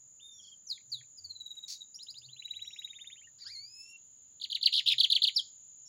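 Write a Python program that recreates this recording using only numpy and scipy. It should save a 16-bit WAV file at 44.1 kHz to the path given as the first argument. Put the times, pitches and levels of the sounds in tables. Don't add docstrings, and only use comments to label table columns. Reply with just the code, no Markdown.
import sys
import numpy as np
from scipy import signal
from scipy.fft import rfft, irfft, next_fast_len
from scipy.io import wavfile
from scipy.ndimage import uniform_filter1d, map_coordinates

SR = 44100
rng = np.random.default_rng(int(sys.argv[2]) if len(sys.argv) > 2 else 0)


def to_wav(sig):
    pcm = np.clip(np.atleast_2d(sig), -1, 1) * 32767
    pcm = np.round(pcm).astype(np.int16)
    wavfile.write(sys.argv[1], SR, pcm.T)


N = 259308
T = np.arange(N) / SR


def amp(db):
    return 10 ** (np.asarray(db) / 20)


def unit(x):
    return x / np.sqrt(np.mean(x ** 2) + 1e-20)


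def along(points, hz):
    f, v = np.transpose(points)
    return np.interp(np.log(hz + 1), np.log(f + 1), v)


def curves(rows, t=T):
    s, *cols = np.transpose(rows)
    return [np.interp(t, s, c) for c in cols]


def wobble(rate, n=N):
    knots = rng.standard_normal(int(n * rate / SR) + 4)
    return map_coordinates(knots, [np.arange(n) * rate / SR])


def filtered(x, response):
    m = next_fast_len(N + SR // 2)
    return irfft(rfft(x, m) * response(np.fft.rfftfreq(m, 1 / SR)), m)[:N]


def coloured(x, points):
    return filtered(x, lambda hz: amp(along(points, hz)))


def noise(points):
    return unit(coloured(rng.standard_normal(N), points))


def add(out, s, x):
    part = out[max(round(s * SR), 0):][:len(x)]
    part += x[:len(part)]


# (frequency [Hz], width [Hz])
THROAT_RESONANCE = (4620, 593)


def throat(hz):
    centre_hz, width_hz = THROAT_RESONANCE
    return 1 / (1 + ((hz - centre_hz) / width_hz) ** 4)


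def gesture(rows):
    fade_s = .0035
    t = np.arange(rows[0][0], max(rows[-1][0], rows[0][0] + 2 * fade_s), 1 / SR)
    edge = np.clip(np.minimum(t - t[0], t[-1] - t) / fade_s, 0, 1)
    gate = np.sin(np.pi / 2 * edge) ** 2
    return [uniform_filter1d(c, size=64) for c in curves(rows, t)] + [gate]


# (multiple of the pitch, level when soft [dB], level when forced [dB])
VOICE_OVERTONES = [(2, -27.5, -32), (3, -32, -36.5), (4, -42, -42.5), (5, -56, -55.5)]
FORCED_DB, FORCED_RANGE_DB = -38, 14.5


def whistle(rows, rasp, overtones, shimmer_db=3.32, forced_shimmer_db=-0.6, blur=1.0):
    hz, db, gate = gesture(rows)
    n = len(hz)
    forced = np.clip((db - FORCED_DB) / FORCED_RANGE_DB, 0, 1)
    unsteady = .002 + .0004 * np.maximum(db + 32, 0)
    phase = 2 * np.pi * np.cumsum(hz * (1 + unsteady * wobble(800, n))) / SR
    upper = np.zeros(n)
    for k, soft, hard in overtones:
        gain = amp(soft + forced * (hard - soft) + 3.2 * wobble(300, n))
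        partial = np.sin(k * phase + blur * forced * wobble(1800, n))
        upper += gain * partial * (k * hz < SR / 2)
    harsh = np.zeros(n)
    for k in (3 / 2, 2, 5 / 2):
        harsh += (throat(k * hz) + 0.075) * np.sin(k * phase) * (1 + 0.5 * wobble(555.8, n))
    level = amp(db + (shimmer_db + forced_shimmer_db * forced) * wobble(250, n))
    return gate * level * (np.sin(phase) + upper + rasp * harsh)


def sing(notes, rasp=0, overtones=VOICE_OVERTONES):
    out = np.zeros(N)
    for rows in notes:
        add(out, rows[0][0], whistle(rows, rasp, overtones))
    return out


def stretched(shape, s, length, high, low, db, contrast=1):
    return [(s + u * length, low + p * (high - low), db + contrast * level) for u, p, level in shape]


def syllables(table, shape):
    return sing([stretched(shape, *note) for note in table])


# (share of the note's length [0-1], pitch from low to high [0-1], level [dB])
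CHIP_SHAPE = [(0, .8, -19), (.1, .97, -4), (.2, .87, 0), (.4, .57, -2), (.62, .37, -2), (.78, .23, -10),
              (.9, .09, -20), (1, 0, -27)]
# (time after its start [s], length [s], high [Hz], low [Hz], level [dB], share of the hold-back [0-1]),
# times and lengths before the phrase's stretch
PHRASE_STROKES = [(0, .0125, 4280, 2750, -1.5, .8), (.012, .008, 4880, 3400, -2, 1),
                  (.018, .0245, 4730, 2400, 1, .35), (.0495, .034, 4800, 1880, 0, 0)]
# (time [s], stretch in time [ratio], level [dB], hold-back of the opening [dB])
CHATTER_PHRASES = [(4.397, 0.78, -29, 16), (4.4985, .93, -25.5, 4), (4.6101, .92, -16, 17),
                   (4.9801, 1, -16, 1.5), (5.0993, 0.99, -16.5, 0), (5.2176, 0.99, -17.5, -4)]
# (time [s], length [s], high [Hz], low [Hz], level [dB])
GRACE_NOTES = [(4.427, 0.0082, 5050, 3400, -36.5), (4.6464, 0.016, 5280, 3520, -35)]


def chatter():
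    chips = []
    for s, stretch, db, held_db in CHATTER_PHRASES:
        for after, length, high, low, level, share in PHRASE_STROKES:
            stroke_db = db + level - share * held_db
            chips.append((s + stretch * after, stretch * length, high, low, stroke_db))
    return syllables(chips + GRACE_NOTES, CHIP_SHAPE)


# (time after the last crest [s], pitch [Hz], level against the warble [dB])
CLOSING_SLIDE = [(.005, 3144, 3), (.012, 2345, -5), (.025, 1500, -42)]
SWING_HZ, ARCH_HZ, SWING_SCATTER_HZ = 786, 343, 154
WARBLE_SWELL_DB, WARBLE_SWELL_S, TROUGH_DB = 7, 0.0088, -2
DOWNSTROKE_DB = 2


def warble(s, period, centre_hz, db, count=12):
    turn = np.arange(count)
    arch_hz = ARCH_HZ * (np.sin(np.pi * turn / (count - 1)) - .5)
    scatter_hz = SWING_SCATTER_HZ * rng.standard_normal(count)
    turn_hz = centre_hz - SWING_HZ * np.cos(np.pi * turn) + arch_hz + scatter_hz
    step = np.arange(2 * count - 1) / 2
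    t = step * period / 2
    level = db - WARBLE_SWELL_DB * np.exp(-t / WARBLE_SWELL_S)
    level += TROUGH_DB * np.cos(np.pi * step / 2) ** 2
    level -= DOWNSTROKE_DB * np.sin(np.pi * step)
    swings = list(zip(s + t, np.interp(step, turn, turn_hz), level))
    return swings + [(s + t[-1] + after, fall_hz, db + fall_db) for after, fall_hz, fall_db in CLOSING_SLIDE]


# (time [s], period of a swing [s], centre [Hz], level [dB])
HARSH_WARBLES = [(4.7205, .0127, 3643, -21), (4.8583, .0118, 3292, -19.5)]


def warbles():
    return sing([warble(*row) for row in HARSH_WARBLES], rasp=.16)


# (time [s], pitch [Hz], level [dB])
GLIDING_NOTES = [
    [(.195, 2520, -52), (.212, 3580, -54.5), (.26, 3647, -45.5), (.32, 3620, -51), (.38, 3530, -60)],
    [(1.942, 4630, -46.5), (1.951, 5300, -44), (1.961, 5700, -40), (1.976, 5400, -56)],
    [(5.347, 5110, -40), (5.353, 5280, -40), (5.359, 5664, -47.5), (5.364, 5370, -20.5),
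     (5.372, 4575, -18.5), (5.382, 3910, -23.5), (5.398, 3244, -25), (5.406, 3072, -34.5),
     (5.413, 2986, -60)],
]


def glides():
    return sing(GLIDING_NOTES)


# (frequency [Hz], relative level [dB per Hz])
SPRAY_SPECTRUM = [(1200, -36), (2500, -4), (5000, 0.5), (8000, 7), (10500, -8), (13000, -2), (15500, -0.5)]


def spray(x, spray_db=-32):
    return amp(spray_db) * uniform_filter1d(np.abs(x), size=128) * noise(SPRAY_SPECTRUM)


# (share of the note's length [0-1], pitch from low to high [0-1], level [dB])
PIP_SHAPE = [(0, 1, -16), (.3, .75, -3), (.55, .45, 0), (.75, .15, -4), (1, 0, -16)]
# (share of the note's length [0-1], pitch from low to high [0-1], level [dB])
HOOK_SHAPE = [(0, 0, -12), (.13, .4, -9), (.3, .63, -19), (.55, .86, -19), (.64, .93, -11), (.73, .98, -1),
              (.82, 1, 0), (.92, .99, -6), (1, .97, -14)]
# (time [s], high [Hz], low [Hz], level [dB], how far the top stands out of the upsweep [0-1])
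TRILL_COURSE = [(2.29, 4074, 2590, -40, 0.9), (2.36, 3970, 2308, -39, 0.73), (2.431, 3893, 1980, -32.5, 1),
                (2.598, 3903, 1920, -32, 1), (2.72, 3830, 1890, -35.5, 0.91), (2.79, 3884, 1905, -29.5, 1),
                (2.92, 3688, 1764, -42, 0.43), (3.099, 3670, 1770, -41, 0.47), (3.19, 2866, 1750, -54, 0)]
# (multiple of the pitch, level when soft [dB], level when forced [dB])
TRILL_VOICE = [(2, -34.5, -30), (3, -34, -29), (4, -39.5, -45.5), (5, -55, -50)]
TRILL_START_S, TRILL_PERIOD_S, TRILL_NOTE_S = 2.3068, .0566, .0445
TRILL_DRAG_S, TRILL_PICKUP_NOTES = 0.022, 0.38


def trill(count=17, lag=0.88, blip_s=0.0055, high_hz=2600, low_hz=2000, under_db=-19):
    k = np.arange(count)
    drag = TRILL_DRAG_S * np.exp(-k / TRILL_PICKUP_NOTES)
    starts = TRILL_START_S + k * TRILL_PERIOD_S - drag
    notes = list(zip(starts, TRILL_NOTE_S + drag, *curves(TRILL_COURSE, starts)))
    hooks = [stretched(HOOK_SHAPE, *note) for note in notes]
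    blips = [(s + lag * length, blip_s, high_hz, low_hz, db + under_db)
             for s, length, high, low, db, contrast in notes]
    return sing(hooks, overtones=TRILL_VOICE) + syllables(blips, PIP_SHAPE)


# (share of the note's length [0-1], pitch from low to high [0-1], level [dB])
RISE_SHAPE = [(0, 0.016, -2), (.15, 0.39, -11.5), (.35, .5, -8), (0.618, .6, -5.5), (.8, .85, -3),
              (.93, .98, -0.5), (1, 1, -29)]
# (time [s], length [s], high [Hz], low [Hz], level [dB])
RISING_NOTES = [(1.988, 0.051, 5260, 2580, -37.5), (2.066, 0.049, 5090, 2577, -38.5),
                (2.14, 0.053, 5110, 2405, -39.5), (2.216, 0.051, 4630, 2500, -44)]


def rises():
    return syllables(RISING_NOTES, RISE_SHAPE)


# (share of the note's length [0-1], pitch from low to high [0-1], level [dB])
SLUR_SHAPE = [(0, 1, -14), (.09, .83, 0), (.24, .52, 1), (.38, .32, -1), (.5, .22, -15), (.8, .1, -21),
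              (1, 0, -26)]
# (time [s], length [s], high [Hz], low [Hz], level [dB])
SLUR_NOTES = [(.696, 0.084, 5130, 3224, -30), (.916, 0.095, 4905, 3215, -31)]


def slurs():
    return syllables(SLUR_NOTES, SLUR_SHAPE)


# (time [s], level [dB])
PIP_RUN_NOTES = [(1.171, -43), (1.237, -39.5), (1.292, -37), (1.348, -39), (1.398, -38.5), (1.452, -37),
                 (1.5, -37.5), (1.566, -37), (1.624, -37), (1.748, -43), (1.803, -37.5)]
PIP_S, SETTLE_S = 0.031, 0.12
PIP_HIGH_HZ, PIP_LOW_HZ = 3889, 3792
PIP_HIGH_LIFT_HZ, PIP_LOW_LIFT_HZ = 1350, 757


def pip_run():
    s, db = np.transpose(PIP_RUN_NOTES)
    lift = np.exp(-((s - s.min()) / SETTLE_S) ** (3 / 2))
    high = PIP_HIGH_HZ + PIP_HIGH_LIFT_HZ * lift
    low = PIP_LOW_HZ + PIP_LOW_LIFT_HZ * lift
    return syllables(zip(s, np.full(len(s), PIP_S), high, low, db), PIP_SHAPE)


# (time [s], length [s], high [Hz], low [Hz], level [dB])
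SOFT_PIP_NOTES = [(0.373, 0.048, 3560, 3050, -52), (.425, 0.042, 3460, 3080, -49),
                  (.465, 0.04, 3430, 3040, -49.5), (0.51, 0.042, 3320, 3090, -49),
                  (.667, 0.016, 6440, 5800, -39), (.68, 0.022, 5920, 4880, -45),
                  (0.773, 0.014, 2630, 1760, -50), (.801, 0.0143, 2640, 2060, -57),
                  (0.891, 0.017, 6800, 5540, -53.5), (1.004, 0.015, 2660, 1630, -50.5),
                  (1.033, 0.0093, 2750, 2140, -50), (3.27, 0.015, 1880, 1790, -54.5)]


def soft_pips():
    return syllables(SOFT_PIP_NOTES, PIP_SHAPE)


# (time [s], pitch [Hz], fundamental level [dB], overtone level [dB])
NASAL_NOTE = [(3.383, 1525, -81, -57), (3.415, 2424, -63.5, -47), (3.44, 2180, -64, -47.5),
              (3.448, 1316, -69.5, -53.5), (3.472, 1634, -60.5, -36.5), (3.523, 2452, -51, -45.5),
              (3.563, 2088, -58.5, -39.5), (3.707, 2520, -64.5, -53.5), (3.818, 2630, -51.5, -41),
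              (3.869, 2694, -50, -51), (3.905, 2757, -48.5, -39.5), (3.96, 2726, -42, -66),
              (3.975, 2880, -73, -70)]
# (multiple of the pitch, level [dB])
THROAT_BYPASS = [(2, -16.5), (3, -24.5), (4, -32), (5, -35.5), (6, -35)]
HOARSE_S, HOARSE_JITTER, HOARSE_GRAIN = .12, .008, .35
SECOND_SIDE, SECOND_SIDE_DB = .83, -6


def nasal():
    hz, base_db, over_db, gate = gesture(NASAL_NOTE)
    n = len(hz)
    rough = np.exp(-(np.arange(n) / SR / HOARSE_S) ** 2)
    voice = np.zeros(n)
    for pitch, gain in ((hz, 1), (SECOND_SIDE * hz, amp(SECOND_SIDE_DB) * rough)):
        phase = 2 * np.pi * np.cumsum(pitch * (1 + HOARSE_JITTER * rough * wobble(420, n))) / SR
        upper = np.zeros(n)
        for k, leak_db in THROAT_BYPASS:
            passed = throat(k * pitch) + amp(leak_db)
            upper += passed * amp(2.1 * wobble(160, n)) * np.sin(k * phase)
        base = amp(base_db + 3.1 * wobble(160.9, n)) * np.sin(phase)
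        voice += gain * (base + amp(over_db) * upper)
    out = np.zeros(N)
    add(out, NASAL_NOTE[0][0], gate * voice * (1 + HOARSE_GRAIN * rough * wobble(1000, n)))
    return out


# (frequency [Hz], gain [dB])
BEAK_RADIATION = [(1200, 4), (1900, -2.5), (2450, -10.5), (3100, -3.5), (6500, -0.5), (8600, -10),
                  (10500, 6.5), (11600, -3), (13000, -7.5), (15000, 4), (16000, 1.5)]


def song():
    soft = slurs() + pip_run() + soft_pips() + rises() + trill() + nasal()
    strong = chatter() + warbles() + glides()
    return coloured(soft + strong + spray(strong), BEAK_RADIATION)


# (time [s], peak level [dB])
BILL_CLICKS = [(4.986, -47.5), (5.107, -48), (5.227, -46), (5.369, -60)]


def bill(width_s=0.000042):
    return sum(amp(db) * np.exp(-np.abs(T - s) / width_s) for s, db in BILL_CLICKS)


# (time [s], level [dB])
WING_FLUTTER = [(1.672, -78), (1.683, -44), (1.69, -44), (1.702, -41.5), (1.718, -45.5), (1.735, -45),
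                (1.748, -51), (1.78, -63.5)]
# (frequency [Hz], relative level [dB per Hz])
FEATHER_SPECTRUM = [(710, -86), (1200, -57), (1750, -29), (2500, -17.5), (3100, -22), (3680, -5.5),
                    (4670, 6), (5040, -5), (5260, 0), (6600, 0), (8640, -23), (10400, -15.5), (11900, -29),
                    (15800, -17)]
# (time [s], level before the tap gain [dB])
CLAW_TAPS = [(1.553, -57.5), (1.592, -66), (2.854, -66)]


def movement(wing_db=0, tap_db=-7, tap_t60=0.041):
    level, = curves(WING_FLUTTER)
    fluttering = (T > WING_FLUTTER[0][0]) * (T < WING_FLUTTER[-1][0])
    flutter = amp(level + wing_db + 2.5 * wobble(250)) * fluttering
    ticks = sum(amp(db + tap_db - 60 * np.abs(T - s) / tap_t60) * (T >= s) for s, db in CLAW_TAPS)
    tick_noise = noise([(300, -25), (2500, -4.5), (8000, -13.0), (11000, -7), (15000, -30.0)])
    return flutter * noise(FEATHER_SPECTRUM) + ticks * tick_noise


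# (delay [s], level [dB])
CAGE_ECHOES = [(.0043, -14), (.0092, -13), (0.0088, -33), (0.018, -19), (.0285, -24)]


def cage(x):
    return filtered(x, lambda hz: sum(amp(db) * np.exp(-2j * np.pi * hz * delay)
                                      for delay, db in CAGE_ECHOES))


# (frequency [Hz], time to fall 60 dB [s])
BUSH_DECAY = [(1500, 0.094), (3500, 0.24), (5500, 0.25), (9000, 0.207), (15000, 0.0954)]


def garden(x, near_t60=0.021, far_db=-11, onset=0.03):
    hz, t, z = signal.stft(rng.standard_normal(SR), SR, nperseg=256)
    near = amp(-60 * t / near_t60)
    far = amp(far_db - 60 * t / along(BUSH_DECAY, hz)[:, None])
    build_up = 1 - np.exp(-t / onset)
    tail = signal.istft(z * (near + far) * build_up, SR, nperseg=256)[1]
    return signal.fftconvolve(x, tail / np.linalg.norm(tail))[:N]


# (time [s], level [dB])
CRICKET_LEVEL = [(0.0, -57), (2.8, -59.5), (3.22, -56.5), (3.47, -60.5), (4.13, -57), (4.62, -61.5),
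                 (4.8, -59.5), (5.88, -54.5)]
# (frequency [Hz], level [dB])
WING_HARP = [(5600, -42), (6100, -15), (6350, -2), (6600, -4), (6720, 5.5), (6820, -7.5), (6960, -2.5),
             (7070, 0.5), (7180, 0.5), (7320, -9.5), (7550, -13.5), (7850, -57.5)]


def cricket(start_hz=7280, fall_hz=720, gain_db=0.5, ground_db=-10):
    stroke_hz, scatter = 66.4, .4
    stroke = np.cumsum(stroke_hz * (1 + 0.0026 * wobble(12))) / SR % 1
    phase = 2 * np.pi * (start_hz * stroke - fall_hz * stroke ** 2 / 2) / stroke_hz
    tone = np.sqrt(np.sin(np.pi * stroke)) * np.sin(phase + .4 * wobble(250))
    tone = tone + amp(ground_db) * np.roll(tone, round(0.0044 * SR))
    level, = curves(CRICKET_LEVEL)
    trilling = unit(unit(coloured(tone, WING_HARP)) + scatter * noise(WING_HARP))
    return amp(level + gain_db + 0.44 * wobble(4.4)) * trilling


# (time [s], pitch [Hz], level before the distance gain [dB])
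FAR_NOTES = [
    [(.315, 5480, -70), (.35, 5710, -49.5), (.39, 5660, -65), (.41, 5800, -59), (.445, 4230, -58)],
    [(2.615, 5550, -66), (2.66, 5670, -52), (2.72, 5380, -68), (2.77, 5110, -69), (2.86, 4640, -92)],
    [(5.852, 5350, -66), (5.868, 5580, -48.5), (5.9, 5420, -53.5)],
]


def far_birds():
    return sing(FAR_NOTES)


def swells(table, rise, fall):
    return sum(amp(db - np.maximum(rise * (s - T), fall * (T - s))) for s, db in table)


# (time [s], level before the hum gain [dB])
HUM_CRESTS = [(.06, -74), (1.0, -61.5), (2.31, -61.5), (3.65, -70.5), (4.98, -63.5)]
HUM_RISE_DB_PER_S, HUM_FALL_DB_PER_S = 98, 238.5
# (time [s], level before the rumble gain [dB])
LOW_BUMPS = [(1.29, -65.5), (2.62, -63.5), (3.48, -70)]
BUMP_DB_PER_S = 150
RUMBLE_DB, RUMBLE_DRIFT_DB = -88.5, 1.5


def low_swells(hum_db=-1, rumble_db=-5):
    hum = swells(HUM_CRESTS, HUM_RISE_DB_PER_S, HUM_FALL_DB_PER_S)
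    tone = np.sin(2 * np.pi * np.cumsum(124 + 3 * wobble(36)) / SR)
    drone = unit(tone + .4 * noise([(80, -37.0), (115, -1.5), (140, -7.0), (220, -55.5)]))
    bumps = swells(LOW_BUMPS, BUMP_DB_PER_S, BUMP_DB_PER_S)
    rumble = bumps + amp(RUMBLE_DB + RUMBLE_DRIFT_DB * wobble(1.4))
    rumble_noise = noise([(35, -49.0), (75, -12.0), (92, 9), (120, -35.5), (200, -48.0)])
    return amp(hum_db) * hum * drone + amp(rumble_db) * rumble * rumble_noise


# (time [s], level [dB])
INSECT_LEVEL = [(0, -90.5), (2.5, -83.5), (4.2, -82), (5.88, -81)]
# (frequency [Hz], relative level [dB per Hz])
INSECT_BAND = [(2200, -20), (2800, -3), (3400, -3), (4200, -1.5), (4600, -10.5), (6000, -44)]


def far_insects():
    level, = curves(INSECT_LEVEL)
    return amp(level + wobble(5.8)) * noise(INSECT_BAND)


# (frequency [Hz], relative level [dB per Hz])
AIR_SPECTRUM = [(20, -32), (40, -21), (62, -2.5), (85, 3.5), (130, 2.5), (180, -0.5), (245, -1.5),
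                (330, -8.5), (570, -8.5), (720, -12.5), (1300, -14.5), (2400, -19.5), (3500, -35.5)]
# (frequency [Hz], relative level [dB per Hz])
HISS_SPECTRUM = [(1200, -25), (2500, -11), (5500, -1), (7200, -10.5), (8400, -23.5), (9600, -11),
                 (12000, -16), (13800, -13), (15200, 2), (15800, -6)]


def background(air_db=-78.5, hiss_db=-84, whine_db=-98, whine_hz=14200):
    air = amp(air_db + 0.23 * wobble(5.4)) * noise(AIR_SPECTRUM)
    hiss = amp(hiss_db) * noise(HISS_SPECTRUM)
    whine = amp(whine_db) * np.sin(2 * np.pi * np.cumsum(whine_hz + 40 * wobble(200)) / SR)
    return air + hiss + low_swells() + far_insects() + whine


def scene():
    bird = song() + movement() + bill()
    near = bird + cage(bird) + amp(-22.0) * garden(bird)
    far = far_birds()
    distant = amp(-9.0) * far + amp(-4.5) * garden(far)
    return (near + distant + cricket() + background())[None]


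def record(dry, top_hz=15830):
    return filtered(dry[0], lambda hz: hz < top_hz)[None]


dry = scene()
out = record(dry)
to_wav(out)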